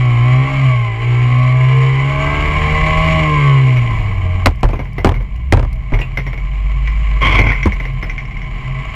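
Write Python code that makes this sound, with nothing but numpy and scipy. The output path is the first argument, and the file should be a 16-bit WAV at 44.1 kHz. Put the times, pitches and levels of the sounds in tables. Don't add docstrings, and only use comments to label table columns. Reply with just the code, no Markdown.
import sys
import numpy as np
from scipy import signal
from scipy.fft import rfft, irfft, next_fast_len
from scipy.io import wavfile
from scipy.ndimage import uniform_filter1d, minimum_filter1d

SR = 44100
rng = np.random.default_rng(int(sys.argv[2]) if len(sys.argv) > 2 else 0)


def to_wav(s):
    ch = np.atleast_2d(s).T
    pcm = np.round(np.clip(ch, -1, 1) * 32767)
    wavfile.write(sys.argv[1], SR, pcm.astype(np.int16))


N = 394694
TIME = np.arange(N) / SR
HZ = np.fft.rfftfreq(8192, 1 / SR)

# start_s, crack_db, thud_relative_db, rebound_db, settle_s, swing_db, swing_hz, swing_t60_s
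LANDINGS = [(4.4588, 8.5, -5.5, -13, 0.046, -7.5, 42.4, 0.3),
            (4.6312, -2, 0.5, -13.5, 0.083, -2, 40.65, 0.42),
            (5.046, 3, -1.5, -4, 0.072, -6.5, 41.25, 0.77), (5.524, 5, -2.5, -9, 0.12, -6, 39.86, 1),
            (5.921, -21, 10, -18.5, 0.072, -3.5, 38.3, 0.43), (7.657, -7, 4, -10, 0.023, -3, 69.26, 0.2)]
# frequency_hz, gain_db
CRACK_TONE = [(600, 10), (1200, 8), (2300, 9), (3500, -2.5), (4800, -9.5), (7500, -15.5), (12500, -29),
              (15000, -30)]
# frequency_hz, gain_db
THUD_TONE = [(47, -32), (80, 6.5), (136, -12), (233, -8), (413, -9.5), (762, -14), (1010, -13.5),
             (1350, -25), (1800, -27), (2340, -71), (3960, -120)]
# frequency_hz, gain_db
GRIT_TONE = [(2500, -24), (5000, 7.5), (7000, -3.5), (9000, -6.5), (11000, 0), (13500, -2.5), (15000, -18)]

COASTING = np.clip((TIME - LANDINGS[0][0]) / 0.029 + .5, 0, 1)


def engine():
    # time_s, turns_per_s
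    crank_speed = [(0, 126), (.17, 118.6), (.5, 136), (.62, 135), (.77, 120.3), (.93, 110.5), (1.07, 120.4),
                   (1.37, 124.4), (1.97, 133.6), (2.42, 148), (3.05, 159.5), (3.17, 159), (3.5, 138.6),
                   (3.77, 124), (4.22, 90), (4.45, 90), (4.7, 46), (5.2, 45.5), (5.52, 69.4), (6.05, 43),
                   (6.95, 52.2), (8.35, 38.8), (8.95, 48)]
    # time_s, roughness (0-1)
    looseness = [(0, 0.33), (1.6, 0.36), (2.4, 0.43), (3.1, 0.47), (3.45, 0.23), (3.85, 0.69), (4.5, 0.88),
                 (8.9, 0.86)]
    speed, rough = curves(crank_speed) + curves(looseness)
    exhaust_db, clatter_db = engine_levels(speed)
    angle = 2 * np.pi * np.cumsum(speed * (1 + 0.00715 * rough * drift(23.76))) / SR
    shake = crank_shake(angle)
    firing, singing = map(housing, firing_strokes(angle))
    rattle = housing(engine_rattle(angle))

    def blend(rattle_share, lo_hz, hi_hz):
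        tone = (firing + singing) / running_rms(band(firing, lo_hz, hi_hz), size=14000)
        noise = rattle / running_rms(band(rattle, lo_hz, hi_hz))
        return np.sqrt(1 - rattle_share) * tone + np.sqrt(rattle_share) * noise

    exhaust = amp(exhaust_db) * band(blend(rough ** 2, 330, 900), 130, 860, order=4)
    whine = amp(clatter_db - 2 - 1.94 * COASTING) * band(blend(rough, 900, 1081), 803, 1600, order=4)
    clatter = amp(clatter_db + .5) * band(blend(np.sqrt(rough), 1900, 3400), 1710, 12000, order=4)
    fizz = signal.sosfiltfilt(signal.butter(4, 6600, "high", fs=SR, output="sos"), clatter)
    clatter -= COASTING * (1 - amp(-1.5)) * fizz
    low_end = shake + pole_drone(angle) + road_rumble(angle)
    return exhaust + whine + clatter + low_end + idle_puffs(angle, exhaust_db)


def engine_levels(speed, cruise_turns_per_s=126):
    # time_s, exhaust_db, clatter_db
    idle_levels = [(4.5, -48, -43.5), (5.35, -48, -45.5), (6.4, -46, -40), (7.3, -42, -32.5),
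                   (8.25, -42.5, -40), (8.95, -40, -32)]
    idle_exhaust_db, idle_clatter_db = curves(idle_levels)
    revs = speed - cruise_turns_per_s
    surge_db = 0.22 * drift(5)
    exhaust_db = (1 - COASTING) * (-29 + 0.1659 * revs) + COASTING * idle_exhaust_db
    clatter_db = (1 - COASTING) * (-27.5 + 0.2045 * revs) + COASTING * idle_clatter_db
    return exhaust_db + surge_db, clatter_db + surge_db


def firing_strokes(angle):
    # crank_multiple, gain_db
    voicing = [(2, -1), (2.5, 0), (3, -1), (3.5, 9), (4, 0.5), (4.5, 7.5), (5, -3), (6, -3), (7, -4),
               (8, -7), (9, -2), (10, -3)]
    # centre_s, half_length_s, crank_multiple, gain_db
    swells = [(3.45, 0.44, 2, 3.5), (3.1, 0.2, 4, -10), (3.32, 0.087, 7, 6), (3.49, .11, 8, 11.5)]
    half_order = np.arange(2049)
    orders = (half_order > 2) * amp(-7 * (half_order % 2)) / (1 + (half_order / 60) ** 2)
    for multiple, db in voicing:
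        orders[round(2 * multiple)] *= amp(db)
    orders = orders * np.exp(2j * np.pi * rng.random(len(orders)))

    def looped(partials):
        cycle = irfft(partials)
        return np.interp(angle / (4 * np.pi) % 1, np.linspace(0, 1, len(cycle)), cycle)

    singing = np.zeros(N)
    for centre_s, half_length_s, multiple, db in swells:
        swell = amp(db) * np.exp(-((TIME - centre_s) / half_length_s) ** 4)
        singing += swell * looped(orders * (half_order == 2 * multiple))
    waver = sum(drift(2.1) * looped(orders * rng.standard_normal(len(orders))) for _ in range(2))
    return looped(orders) + 0.62 * waver, singing


def engine_rattle(angle):
    knocks = .5 + 0.18 * COASTING + np.exp(-(angle / (2 * np.pi) % 1) / 1.1)
    flicker = amp(2 * drift(150) + 0.84 * drift(10))
    return unit(knocks * flicker * rng.standard_normal(N))


def crank_shake(angle):
    # time_s, level_db
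    shake_levels = [(0, -10.5), (.41, -8.5), (.48, -20.5), (.66, -7.5), (.98, -20.5), (1.1, -11),
                    (1.78, -8.5), (2.45, -22.5), (3.33, -14), (3.5, -7.5), (3.82, -10.5), (3.95, -20.5),
                    (4.44, -13.5), (4.6, -31.5), (5.5, -18), (6.1, -25), (6.7, -13), (7.4, -13),
                    (8.2, -25.5)]
    gain = np.sqrt(2) * amp(curves(shake_levels)[0] + .5 * drift(25))
    return gain * (np.sin(angle) + amp(-31.5) * np.sin(angle / 2))


def idle_puffs(angle, exhaust_db, decay_cycles=0.099):
    stroke = np.exp(-(angle / (4 * np.pi) % 1) / decay_cycles)
    puffs = band(stroke * (2 + rng.standard_normal(N)), 198, 400, order=2)
    return COASTING * amp(exhaust_db - 7) * unit(puffs)


def housing(x):
    # frequency_hz, gain_db
    frame_path = [(60, -61), (150, -11), (260, -2), (400, -8.5), (520, -19), (900, -19.5), (1300, -8.5),
                  (1800, -14), (3150, -15), (3500, -24.5), (5600, -36), (7600, -34.5), (8400, -48),
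                  (11500, -42), (15000, -66.5)]
    # centre_hz, width_hz, gain_db
    modes = [(457.3, 4.6, 16), (631.2, 43, 16.5), (766.5, 200, 12), (1037, 107, 20), (1125, 88, 13.5),
             (1437, 117, -16.5), (2011, 50, 10), (2226, 346, 16), (2843, 62, 8), (3033, 34, 8),
             (4040, 64, 8), (4550, 110, 6), (5010, 5.7, 18), (5570, 110, 10.5), (5850, 160, -18.5),
             (6810, 51, 13), (7240, 320, 7.5)]
    modes_db = sum(db / (1 + (2 * (HZ - hz) / width) ** 2) for hz, width, db in modes)
    return colour(x, spectrum(frame_path) + modes_db)


def blows():
    # frequency_hz, gain_db
    snap_tone = [(2500, -18), (4200, 7.5), (6000, -5), (9500, -9), (12500, -13), (15000, -26)]
    t = np.arange(SR // 4) / SR
    cracks, thuds, snaps = np.zeros((3, N))
    for s, db, thud_db in contacts():
        crunch = burst(t, 0.13) * sparse(len(t), per_s=200)
        add(cracks, s, amp(db - 10) * (burst(t, 0.027) + amp(2) * crunch))
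        add(thuds, s, amp(db + thud_db - 2) * burst(t, 0.061))
        add(snaps, s, amp(2.03 * db - 25.5) * burst(t, 0.017))
    return voiced(cracks, CRACK_TONE) + voiced(thuds, THUD_TONE) + voiced(snaps, snap_tone)


def contacts():
    for s, db, thud_db, rebound_db, settle_s, _, swing_hz, _ in LANDINGS:
        yield s, db, thud_db
        yield s + 0.0099, db - 5.5, thud_db
        for half_swing in range(2, 11):
            delay_s = half_swing / (2 * swing_hz)
            jitter_s = .003 * rng.standard_normal()
            fade_db = -10 * min(delay_s / settle_s, 2) ** 4
            backswing_db = -11 * (half_swing % 2)
            yield s + delay_s + jitter_s, rebound_db + fade_db + backswing_db, 0.5


def pole_swings(lag_s=.01):
    t, out = np.arange(SR) / SR, np.zeros(N)
    for s, *_, db, hz, t60 in LANDINGS:
        phase = 2 * np.pi * hz * t
        swing = np.sin(phase) + 0.52 * amp(-25 * t / t60) * np.sin(2.9 * phase)
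        add(out, s + lag_s, amp(db - 60 * t / t60) * swing)
    return out


def clanks():
    # start_s, level_db, body_relative_db, pitch_ratio
    strikes = [(3.769, -10.5, -3, 1.053), (4.7313, -15.5, 8.5, 1.15), (4.792, -16.5, 6.5, 1),
               (4.9818, -11, 2.5, 1), (5.142, -16, 1, 1.01), (5.9374, -9.5, 0.5, 1.02),
               (5.9897, -13, -1.5, 1), (6.0152, -13.5, -3, 1.24), (6.1732, -6, -3, 0.98),
               (6.8741, -16, -10, 0.98), (7.216, -11, 2, 1), (7.39, -2, -9.5, 1), (7.52, -9, -5.5, 0.93),
               (7.63, -11, -16.5, 1.01), (7.7212, -13, -8, 1), (8.027, -11.5, -1.5, 0.94),
               (8.097, -16, -13, 1), (8.1798, -21.5, -21, 1)]
    t = np.arange(SR // 6) / SR
    rings, ticks, knocks = np.zeros((3, N))
    for s, db, body_db, pitch in strikes + list(after_rattles()):
        chatter = burst(t, 0.14) * sparse(len(t), per_s=882)
        chatter[0] = 3
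        ring = signal.fftconvolve(chatter, metal_ring(t, pitch))[:len(t)]
        add(rings, s, amp(db - 4.5 - 0.53 * body_db) * ring / abs(ring).max())
        add(ticks, s, amp(db - 7 + .3 * body_db) * burst(t, 0.16) * sparse(len(t), per_s=2646))
        add(knocks, s, amp(db + body_db - 10) * burst(t, 0.16))
    clicks = band(voiced(ticks, CRACK_TONE), 600, 5000, order=1)
    bright_edge = amp(-18.5) * voiced(ticks, GRIT_TONE)
    return rings + clicks + bright_edge + voiced(knocks, THUD_TONE)


def metal_ring(t, pitch, contact_s=0.00029):
    # pitch_hz, level_db, t60_s
    modes = [(1600, -7, .05), (2057, 10.5, 0.11), (2195, 18.5, 0.051), (2620, -14, .05), (2830, 1, .06),
             (3100, -9, .05), (4493, -15, .03), (5530, -7.5, 0.059), (6170, -8, .03)]
    ring = np.zeros(len(t))
    for hz, db, t60 in modes:
        for _ in range(3):
            decay = amp(db + 2.76 * rng.standard_normal() - 60 * t / t60)
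            detuned_hz = pitch * hz * (1 + 0.0254 * rng.standard_normal())
            ring += decay * np.sin(2 * np.pi * detuned_hz * t)
    return ring * (1 - np.exp(-t / contact_s))


def after_rattles(per_s=20):
    # start_s, end_s, level_db, body_relative_db
    spells = [(4.692, 4.86, -25.5, -2), (5.14, 5.23, -22.5, 5), (6.259, 6.361, -18, -2.5),
              (7.78, 7.86, -14, -4.5), (8.199, 8.42, -32, -27.5)]
    for start_s, end_s, db, body_db in spells:
        for s in np.arange(start_s, end_s, 1 / per_s):
            yield s + .5 * rng.random() / per_s, db - 2 * rng.standard_normal(), body_db, 1


def slide():
    # time_s, grind_db, drag_db, weight_on_bar (0-1)
    moves = [(7.205, -19.5, -46, 0.11), (7.229, -14.5, -19, 0.03), (7.3, -15, -17.5, 0),
             (7.375, -15.5, -17, 0.1), (7.4, -19.5, -11, 0.86), (7.49, -17, -16.5, 0.8),
             (7.551, -26, -34, 0.92), (7.649, -31, -39, 0.96)]
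    # frequency_hz, gain_db
    peg_tone = [(600, -14), (900, -34), (1050, 7.5), (1300, -12), (1700, -12), (2200, 4.5), (2650, -11.5),
                (3250, -1.5), (3650, -23.5), (5500, -29), (8000, -42), (13300, -47), (15000, -63)]
    # frequency_hz, gain_db
    bar_tone = [(500, -18), (1050, -18), (1500, 0), (1900, -16), (2080, 15.5), (2250, 11), (2600, -2),
                (3400, -16), (3800, -53), (5700, -23), (8000, -50), (15000, -77)]
    # frequency_hz, gain_db
    drag_tone = [(30, -21), (60, 2.5), (130, 3), (200, -11), (350, -9), (520, -14.5), (1000, -13),
                 (1500, -58)]
    grind_db, drag_db, on_bar = curves(moves)
    contact = np.clip(np.minimum(TIME - moves[0][0], moves[-1][0] - TIME) / 0.015, 0, 1)
    stones = 2.55 * sparse(N, per_s=60) * rng.choice([-1, 1], N)
    grit = stones + rng.standard_normal(N) * sparse(N, per_s=3500) * amp(2 * drift(47))
    peg, bar, drag = (unit(colour(grit, spectrum(tone))) for tone in (peg_tone, bar_tone, drag_tone))
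    metal = np.sqrt(1 - on_bar) * peg + np.sqrt(on_bar) * bar
    return contact * (amp(grind_db) * metal + amp(drag_db) * drag)


def pole_drone(angle, mode_hz=130.6, width_hz=5.3):
    orders = np.sin(3 * angle) + .5 * np.sin(1.9 * angle) + .5 * np.sin(2 * angle)
    orders += 0.13 * np.sin(4 * angle)
    putter = amp(2.7 * drift(33)) * orders + 14.6 * rng.standard_normal(N)
    drone = band(putter, mode_hz - width_hz / 2, mode_hz + width_hz / 2, order=1)
    return COASTING * amp(-21.5) * band(drone, 84, 253, order=2)


def road_rumble(angle):
    # time_s, level_db
    road_levels = [(0, -27.5), (1.85, -30.5), (2.45, -15.5), (3.15, -16), (3.7, -32), (3.92, -17),
                   (4.4, -20.5), (4.6, -25.5)]
    # frequency_hz, gain_db
    road_tone = [(12, -10), (28, 2.5), (42, 8), (70, -5), (110, -1.5), (200, -12.5), (400, -68.5)]
    road = unit(colour(rng.standard_normal(N), spectrum(road_tone)))
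    sprocket = np.sin(angle * 2 / 7)
    wobble = np.interp(TIME, [3.4, 3.9], [1, .3]) * (0.51 * sprocket + 1.2 * np.sin(angle / 2))
    driven = 1.07 * road + wobble
    driven /= running_rms(driven, size=16000)
    return amp(curves(road_levels)[0]) * ((1 - COASTING) * driven + COASTING * road)


def flung_grit(per_s=22, lasts_s=.36):
    t, ticks = np.arange(SR // 50) / SR, np.zeros(N)
    for s, *_ in LANDINGS:
        for delay_s in np.arange(0, lasts_s, 1 / per_s):
            start_s = s + delay_s + rng.random() / per_s
            db = -50.5 - 41 * delay_s + 6.5 * rng.standard_normal()
            add(ticks, start_s, amp(db) * burst(t, 0.017))
    return voiced(ticks, GRIT_TONE)


def amp(db):
    return 10 ** (np.asarray(db) / 20)


def unit(x):
    return x / np.sqrt(np.mean(x ** 2) + 1e-20)


def curves(rows):
    s, *columns = np.transpose(rows)
    return [np.interp(TIME, s, c) for c in columns]


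def spectrum(tone):
    hz, db = np.transpose(tone)
    return np.interp(np.log(HZ + 1), np.log(hz + 1), db)


def colour(x, db):
    log_gain = np.log(amp(np.maximum(np.r_[db, db[-2:0:-1]], -100)))
    taps = np.fft.ifft(np.exp(np.conj(signal.hilbert(log_gain)))).real[:len(db)]
    return signal.oaconvolve(x, taps)[:len(x)]


def voiced(x, tone):
    db = spectrum(tone)
    return colour(x, db - 10 * np.log10(np.mean(amp(db) ** 2)))


def band(x, lo_hz, hi_hz, order=3):
    return signal.sosfilt(signal.butter(order, [lo_hz, hi_hz], "band", fs=SR, output="sos"), x)


def running_rms(x, size=6000):
    return np.sqrt(abs(uniform_filter1d(uniform_filter1d(x ** 2, size), size)) + 1e-14)


def drift(hz):
    size = next_fast_len(N, True)
    rolloff = np.exp(-(np.fft.rfftfreq(size, 1 / SR) / hz) ** 2)
    return unit(irfft(rfft(rng.standard_normal(size)) * rolloff, size)[:N])


def burst(t, t60):
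    return rng.standard_normal(len(t)) * amp(-60 * t / t60)


def sparse(size, per_s):
    return rng.random(size) < per_s / SR


def add(mix, s, sound):
    part = mix[round(s * SR):][:len(sound)]
    part += sound[:len(part)]


def scene():
    return (engine() + blows() + flung_grit() + clanks() + pole_swings() + slide())[None]


def record(dry):
    gain = minimum_filter1d(1 / np.maximum(abs(dry) / 1.5, 1), 24)
    limited = dry * uniform_filter1d(gain, 24)
    clipped = limited / (1 + (limited / .92) ** 8) ** (1 / 8)
    lowpass = signal.firwin(511, 15600, window=("kaiser", 9), fs=SR)
    return signal.oaconvolve(clipped, lowpass[None], "same")


dry = scene()
out = record(dry)
to_wav(out)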